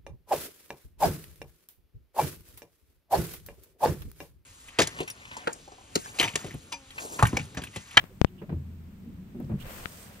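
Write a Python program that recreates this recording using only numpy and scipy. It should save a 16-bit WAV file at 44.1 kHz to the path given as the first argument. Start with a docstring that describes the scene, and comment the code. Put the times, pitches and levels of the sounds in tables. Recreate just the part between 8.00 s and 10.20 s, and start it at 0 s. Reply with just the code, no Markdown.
"""Inside a parked car, hand-held stereo camera, wipers sweeping the windscreen over their rumbling drive.
In the first quarter second two sharp pops hit the left microphone, likely a finger on the port.
At 0.5 s the blades flop over, then judder on the way back, and turn again around 1.5 s.
From there a soft hiss swells as the camera swings, probably a sleeve or hand sliding close by,
and at 1.86 s a smaller snap hits the left microphone."""
import sys
import numpy as np
from scipy import signal
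from scipy.fft import rfft, irfft
from scipy.io import wavfile

SR = 44100
rng = np.random.default_rng(int(sys.argv[2]) if len(sys.argv) > 2 else 0)


def int16_out(signal):
    """Quantize to a 16-bit WAV file."""
    q = np.round(np.clip(np.atleast_2d(signal).T, -1, 1) * 32767)
    wavfile.write(sys.argv[1], SR, q.astype(np.int16))


N = 97020
T = np.arange(N) / SR
BIN_HZ = np.fft.rfftfreq(N, 1 / SR)
BAND_LIMIT_HZ = 15820


# modes of the glass and scuttle: pitch_hz, level_db, t60_s
GLASS_MODES = [(81.5, -15, .25), (138.2, 1, 0.3), (189.8, 0, 0.2), (242.2, -3, 0.21), (338.2, -3, 0.156),
               (377.3, -9, 0.14), (471, -14, 0.1), (585, -10, .13)]
# dense resonances of the wiper arms: pitch_hz, level_db, t60_s
ARM_MODES = [(40.08, -20, 0.56), (79.5, -6, 0.27), (158, 1.5, 0.18), (330, -4, 0.14), (607, -6, 0.095),
             (1210, -16.5, 0.13), (2520, -23.5, 0.13), (3500, -32.5, .1), (5014, -38, 0.086)]
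def blade_flop(level_db, tilt_db, ring_factor, rise_s, count=160):
    """A blade flops over: the glass rings and the arm clatters, the treble dying first."""
    t = np.arange(SR // 2) / SR
    def decay(hz, t60_s):
        return amp(tilt_db * np.log2(hz / 250) - 60 * t / (ring_factor * t60_s))
    hz = np.geomspace(ARM_MODES[0][0], ARM_MODES[-1][0], count)[:, None]
    phase = 2 * np.pi * (hz * t + rng.random((count, 1)))
    skew = rng.standard_normal((count, 1)) * hz / 900  # the microphones differ more in the treble
    weights = amp(at_hz(ARM_MODES, hz))
    envelopes = weights / np.linalg.norm(weights) * decay(hz, at_hz(ARM_MODES, hz, column=2))
    clatter = np.array([(envelopes * np.sin(phase + side * skew)).sum(0) for side in (1, -1)])
    glass = sum((-1) ** k * amp(db) * decay(f, t60_s) * np.sin(2 * np.pi * f * t)
                for k, (f, db, t60_s) in enumerate(GLASS_MODES))
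    return amp(level_db) * np.minimum(t / rise_s, 1) * (2 * amp(-3.5) * clatter + amp(-6.5) * glass)


# blows at the turns: start_s, level_db, tilt_db_per_octave, ring_factor, rise_s, bass_cut_hz
BLADE_BLOWS = [(.414, -35.5, 2.5, 0.93, 0.0059, 174), (.492, -36, 2.5, 1.15, 0.002, 90),
               (.52, -30.5, -1, 1, .006, 59.6), (.565, -37.5, -7, 0.89, .005, 69),
               (1.344, -39.5, -2.5, 1.27, 0.006, 115), (1.399, -33.5, -1, 1.1, 0.0034, 90),
               (1.441, -39, -6, 1, .003, 90), (1.493, -31, 0, 1.1, .008, 110),
               (1.511, -27.5, -2, 1.05, 0.005, 55), (1.533, -34, -5, .9, .004, 90)]
def blade_turns():
    """Each turn lands as a cluster of blows, heard from inside the windscreen."""
    out = np.zeros((2, N))
    for start_s, *blow, bass_cut_hz in BLADE_BLOWS:
        bass_cut = signal.butter(2, bass_cut_hz, "high", fs=SR)
        add(out, start_s, signal.lfilter(*bass_cut, blade_flop(*blow)))
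    return out


# rubber chattering across the glass: time_s, pitch_hz, level_db
BLADE_JUDDER = [(.51, 92, -58), (.55, 86.4, -32), (.62, 80.7, -41), (.72, 83, -43), (.88, 81.5, -46.5),
                (.97, 81.8, -62), (1.15, 84.75, -50.5), (1.35, 85.26, -60)]
def judder():
    """The rubber skips on the return stroke, making a low, unsteady tone."""
    pitch_hz = at_time(BLADE_JUDDER) * (1 + 0.0094 * wander(11))
    level = amp(at_time(BLADE_JUDDER, column=2) + 0.41 * wander(25))
    return np.sqrt(2) * level * np.sin(2 * np.pi * np.cumsum(pitch_hz) / SR)


# low gliding tones of the wipers, centred: start_s, length_s, start_hz, end_hz, level_db
WIPER_GLIDES = [(.085, 0.066, 374, 365, -56.5), (.1, 0.028, 521, 510, -55.5), (.26, 0.18, 358, 347, -57.5),
                (.405, 0.055, 170, 205, -43), (.418, 0.025, 419, 470, -46.5), (.424, .032, 600, 565, -51),
                (.488, 0.039, 498, 415, -43), (.475, 0.077, 132.4, 162, -34.5),
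                (.518, 0.045, 355, 310, -39), (.555, 0.08, 151.2, 130.6, -42),
                (1.035, 0.085, 252, 228, -40.5), (1.17, 0.091, 181.5, 201, -44),
                (1.338, 0.11, 240, 234, -39), (1.338, 0.088, 372.8, 333, -45),
                (1.498, .075, 235, 200, -30.5), (1.59, 0.055, 140, 115, -41)]
def wiper_glides(waver=0.045, shimmer_db=2, octave_db=-24):
    """Short, wavering tones; the loudest is the falling boom of the blade thump at 1.5 s."""
    out = np.zeros((2, N))
    for start_s, length_s, start_hz, end_hz, level_db in WIPER_GLIDES:
        size = round(length_s * SR)
        pitch_hz = np.linspace(start_hz, end_hz, size) * (1 + waver * wander(60)[:size])
        phase = 2 * np.pi * np.cumsum(pitch_hz) / SR
        level = signal.windows.tukey(size, 0.5) * amp(level_db + shimmer_db * wander(50)[:size])
        add(out, start_s, level * (np.sin(phase) + amp(octave_db) * np.sin(2 * phase)))
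    return out


# wiper drive, heard from the cabin: time_s, level_db
DRIVE_LEVEL = [(0, -46.5), (.08, -60.5), (.16, -51.5), (.33, -51.5), (.6, -46), (.8, -48), (.98, -50),
               (1.1, -44.5), (1.22, -48), (1.33, -48), (1.44, -39), (1.61, -47), (1.78, -50.5), (1.92, -55),
               (2.11, -50), (2.2, -55)]
# its spectrum: frequency_hz, level_db
DRIVE_SPECTRUM = [(20, -27), (48, 0.5), (70, -9), (110, -1), (190, 2.5), (245, -4.5), (310, -13.5),
                  (360, -14.5), (600, -30), (1200, -40), (16000, -77)]
def drive():
    """The drive's low rumble rises and falls through the sweep."""
    return amp(at_time(DRIVE_LEVEL)) * noise(DRIVE_SPECTRUM)


# pressure steps right at the left microphone: start_s, height, rise_s
PORT_STEPS = [(.0406, .052, .000035), (.21508, .23, .00004), (.21543, 1.05, .000042),
              (.24697, 1.14, .00006)]
def port_pops(port_hz=101, snap_s=1.85785, snap_rise_s=0.000068, snap_edge_hz=1235):
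    """Sudden pressure steps relax through the left port's bass cut; the last is a thin snap."""
    steps = sum(height * (1 - np.exp(-np.maximum(T - start_s, 0) / rise_s)) ** 2
                for start_s, height, rise_s in PORT_STEPS)
    snap = (1 + np.tanh((T - snap_s) / snap_rise_s)) / 2
    steep_cut = signal.butter(20, snap_edge_hz, "high", fs=SR, output="sos")
    thin_snap = signal.sosfiltfilt(steep_cut, snap, padtype=None)
    pops = signal.lfilter(*signal.butter(2, port_hz, "high", fs=SR), steps + 0.099 * snap)
    return np.array([pops + 0.77 * thin_snap, np.zeros(N)])


# dull and bright friction close to the camera: time_s, level_db
DULL_LEVEL = [(0, -53.5), (.035, -53.5), (.1, -66.5), (.2, -80), (.3, -95), (1.56, -63.5), (1.615, -54.5),
              (1.675, -47), (1.84, -47.5), (1.88, -53.5), (2.05, -54.5), (2.2, -56.5)]
BRIGHT_LEVEL = [(0, -62), (.04, -64.5), (.08, -69.5), (.2, -72.5), (.3, -88), (1.3, -91), (1.41, -69),
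                (1.58, -72), (1.608, -53), (1.64, -59), (1.71, -49), (1.8, -49), (1.9, -51.5), (2.03, -51),
                (2.11, -56.5), (2.2, -59)]
# place of the bright part: time_s, left_over_right_db
BRIGHT_PAN = [(1.4, 1), (1.6, -5), (1.71, 0.5), (1.82, -1), (2.05, -4), (2.2, -2.5)]
# treble surges close to the ports: peak_s, width_s, level_db, left_over_right_db
PORT_SURGES = [(.03, .045, -63, 6), (1.615, .012, -58, -3), (1.735, 0.077, -53.5, 10)]
# spectra of the three: frequency_hz, level_db
DULL_SPECTRUM = [(20, -34), (120, -18), (300, 0), (500, 5), (850, -0.5), (1300, 0), (1700, -0.5),
                 (2200, -2.5), (3000, -4.5), (4200, -13), (7000, -26), (16000, -28)]
BRIGHT_SPECTRUM = [(20, -30), (1500, -25), (3200, -1.5), (4500, 1), (6800, 2), (8700, 5.5), (9600, 0.5),
                   (10400, -4.5), (12000, 1.5), (13800, 3), (16000, -0.5)]
PORT_SPECTRUM = [(20, -46), (8000, -25), (11000, -15), (13000, 2.5), (16000, -2)]
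def sliding():
    """A sleeve or hand slides by: grainy hiss, brief at the start, longer near the end."""
    dull = amp(at_time(DULL_LEVEL) + 0.45 * wander(66)) * noise(DULL_SPECTRUM, grain_db=2.5)
    bright = amp(at_time(BRIGHT_LEVEL) + 0.5 * wander(60)) * noise(BRIGHT_SPECTRUM, grain_db=1.5)
    surges = sum(amp(level_db) * pan(pan_db) * np.exp(-((T - peak_s) / width_s) ** 2)
                 for peak_s, width_s, level_db, pan_db in PORT_SURGES)
    return dull * pan(1.2) + bright * pan(at_time(BRIGHT_PAN)) + surges * noise(PORT_SPECTRUM)


# buffeting at the microphones: time_s, level_db
BUFFET_LEVEL = [(0, -58), (1.45, -66), (1.53, -43), (1.59, -55), (1.655, -43), (1.745, -57), (1.81, -49.5),
                (1.9, -61), (2.2, -86)]
# its spectrum: frequency_hz, level_db
BUFFET_SPECTRUM = [(20, -8), (38, -1.5), (50, -15), (75, -6), (200, -46), (16000, -100)]
def buffeting():
    """The swinging camera makes low gusts of noise."""
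    return amp(at_time(BUFFET_LEVEL)) * noise(BUFFET_SPECTRUM)


# rubber and cloth, off to the right: start_s, length_s, centre_hz, level_db
SHORT_CHAFES = [(0.263, 0.03, 2860, -65.5), (0.376, 0.039, 2900, -63), (1.59, 0.042, 2850, -54),
                (1.619, 0.016, 3300, -55.5), (1.985, .08, 8500, -60)]
def chafes(width_hz=780, pan_db=-10.5):
    """Brief friction in one narrow resonance."""
    out = np.zeros((2, N))
    for start_s, length_s, centre_hz, level_db in SHORT_CHAFES:
        peak = signal.iirpeak(centre_hz, centre_hz / width_hz, fs=SR)
        friction = rng.standard_normal((2, SR // 8))
        rub = unit_rms(signal.lfilter(*peak, signal.lfilter(*peak, friction)))
        window = np.sqrt(np.hanning(round(length_s * SR)))
        add(out, start_s, amp(level_db) * pan(pan_db) * window * rub[:, :len(window)])
    return out


# faint clicks of handling and wiper arms: start_s, level_db, left_over_right_db, low_edge_hz
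FAINT_CLICKS = [(0.0145, -42, 3, 11000), (0.523, -46, -2, 1500), (1.402, -43, 9, 12000),
                (1.446, -45, 7, 1900)]
def clicks(decay_s=0.0011):
    """Tiny dry clicks, each a burst of band-limited noise."""
    out = np.zeros((2, N))
    t = np.arange(SR // 50) / SR
    for start_s, level_db, pan_db, low_hz in FAINT_CLICKS:
        burst = rng.standard_normal((2, len(t))) * np.exp(-t / decay_s)
        band = signal.butter(2, [low_hz, min(low_hz * 3, BAND_LIMIT_HZ)], "band", fs=SR)
        add(out, start_s, amp(level_db) * pan(pan_db) * signal.lfilter(*band, burst))
    return out


def skin_crackle(ticks_per_s=90, level_db=-77.5, spread_db=3.6, decay_s=0.0011):
    """Skin on the camera case makes sparse, very high ticks, nearer the left microphone."""
    sizes = amp(spread_db * np.minimum(rng.exponential(1, N), np.pi))
    impulses = sizes * (rng.random(N) < ticks_per_s / SR)
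    envelope = signal.lfilter([1], [1, -np.exp(-1 / (decay_s * SR))], impulses)
    return amp(level_db) * pan(6) * unit_rms(envelope * noise(PORT_SPECTRUM))


# background in the cabin: frequency_hz, level_db
ROOM_SPECTRUM = [(20, 2), (400, 1.5), (700, 2.5), (1500, -0.5), (2600, -2.5), (4500, -9.5), (6500, -12),
                 (8300, -9.5), (10300, -18.5), (12000, -14), (14200, -6), (16000, -15)]
def room_tone(level_db=-64):
    """A faint, steady hiss under everything."""
    return amp(level_db) * noise(ROOM_SPECTRUM)


# likeness of the two microphones: frequency_hz, correlation
MIC_CORRELATION = [(20, 0.72), (150, 0.93), (300, 0.79), (600, 0.43), (1200, 0), (16000, 0)]
def noise(spectrum, grain_db=0):
    """Coloured stereo noise of rms 1, near mono in the bass; grain_db makes it gritty."""
    white = rng.standard_normal((2, N))
    grain = amp(grain_db * np.array([wander(1040), wander(670)]))
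    left, independent = rfft(white * grain)
    likeness = at_hz(MIC_CORRELATION, BIN_HZ)
    right = likeness * left + np.sqrt(1 - likeness ** 2) * independent
    return unit_rms(irfft(np.array([left, right]) * amp(at_hz(spectrum, BIN_HZ)), N))


def wander(rate_hz):
    """Slow random drift of rms 1."""
    return unit_rms(irfft(rfft(rng.standard_normal(N)) / (1 + (BIN_HZ / rate_hz) ** 4), N))


def amp(db):
    """Decibels to gain."""
    return 10 ** (np.asarray(db) / 20)


def unit_rms(x):
    """Scales to rms 1."""
    return x / np.sqrt(np.mean(x ** 2) + 1e-20)


def at_hz(table, hz, column=1):
    """Reads a column on a log-frequency axis."""
    cols = np.transpose(table)
    return np.interp(np.log(hz + 1), np.log(cols[0] + 1), cols[column])


def at_time(table, column=1):
    """Reads a column at every sample."""
    cols = np.transpose(table)
    return np.interp(T, cols[0], cols[column])


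def pan(db):
    """Left and right gains; positive is left."""
    return amp(np.vstack([db, -db]) / 2)


def add(mix, start_s, sound):
    """Mixes a sound in at a time."""
    part = mix[:, round(start_s * SR):][:, :sound.shape[-1]]
    part += sound[..., :part.shape[1]]


# balance between the microphones: frequency_hz, left_over_right_db
MIC_BALANCE = [(20, -0.5), (200, 1.5), (400, -1), (1300, 0.5), (2400, -1), (4400, -1), (8000, 1.5),
               (15000, 3)]
def scene():
    """The cabin as the two microphones hear it, plus the pops on the left one."""
    wipers = judder() + wiper_glides() + drive() + blade_turns()
    cabin = wipers + chafes() + sliding() + buffeting() + clicks() + skin_crackle() + room_tone()
    return irfft(rfft(cabin) * pan(at_hz(MIC_BALANCE, BIN_HZ)), N) + port_pops()


def record(dry):
    """The camera clips at full scale, then limits the band."""
    low_pass = signal.firwin(511, BAND_LIMIT_HZ, window=("kaiser", 9), fs=SR)
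    return signal.oaconvolve(np.clip(dry, -1, 1), low_pass[None], "same")


dry = scene()
out = record(dry)
int16_out(out)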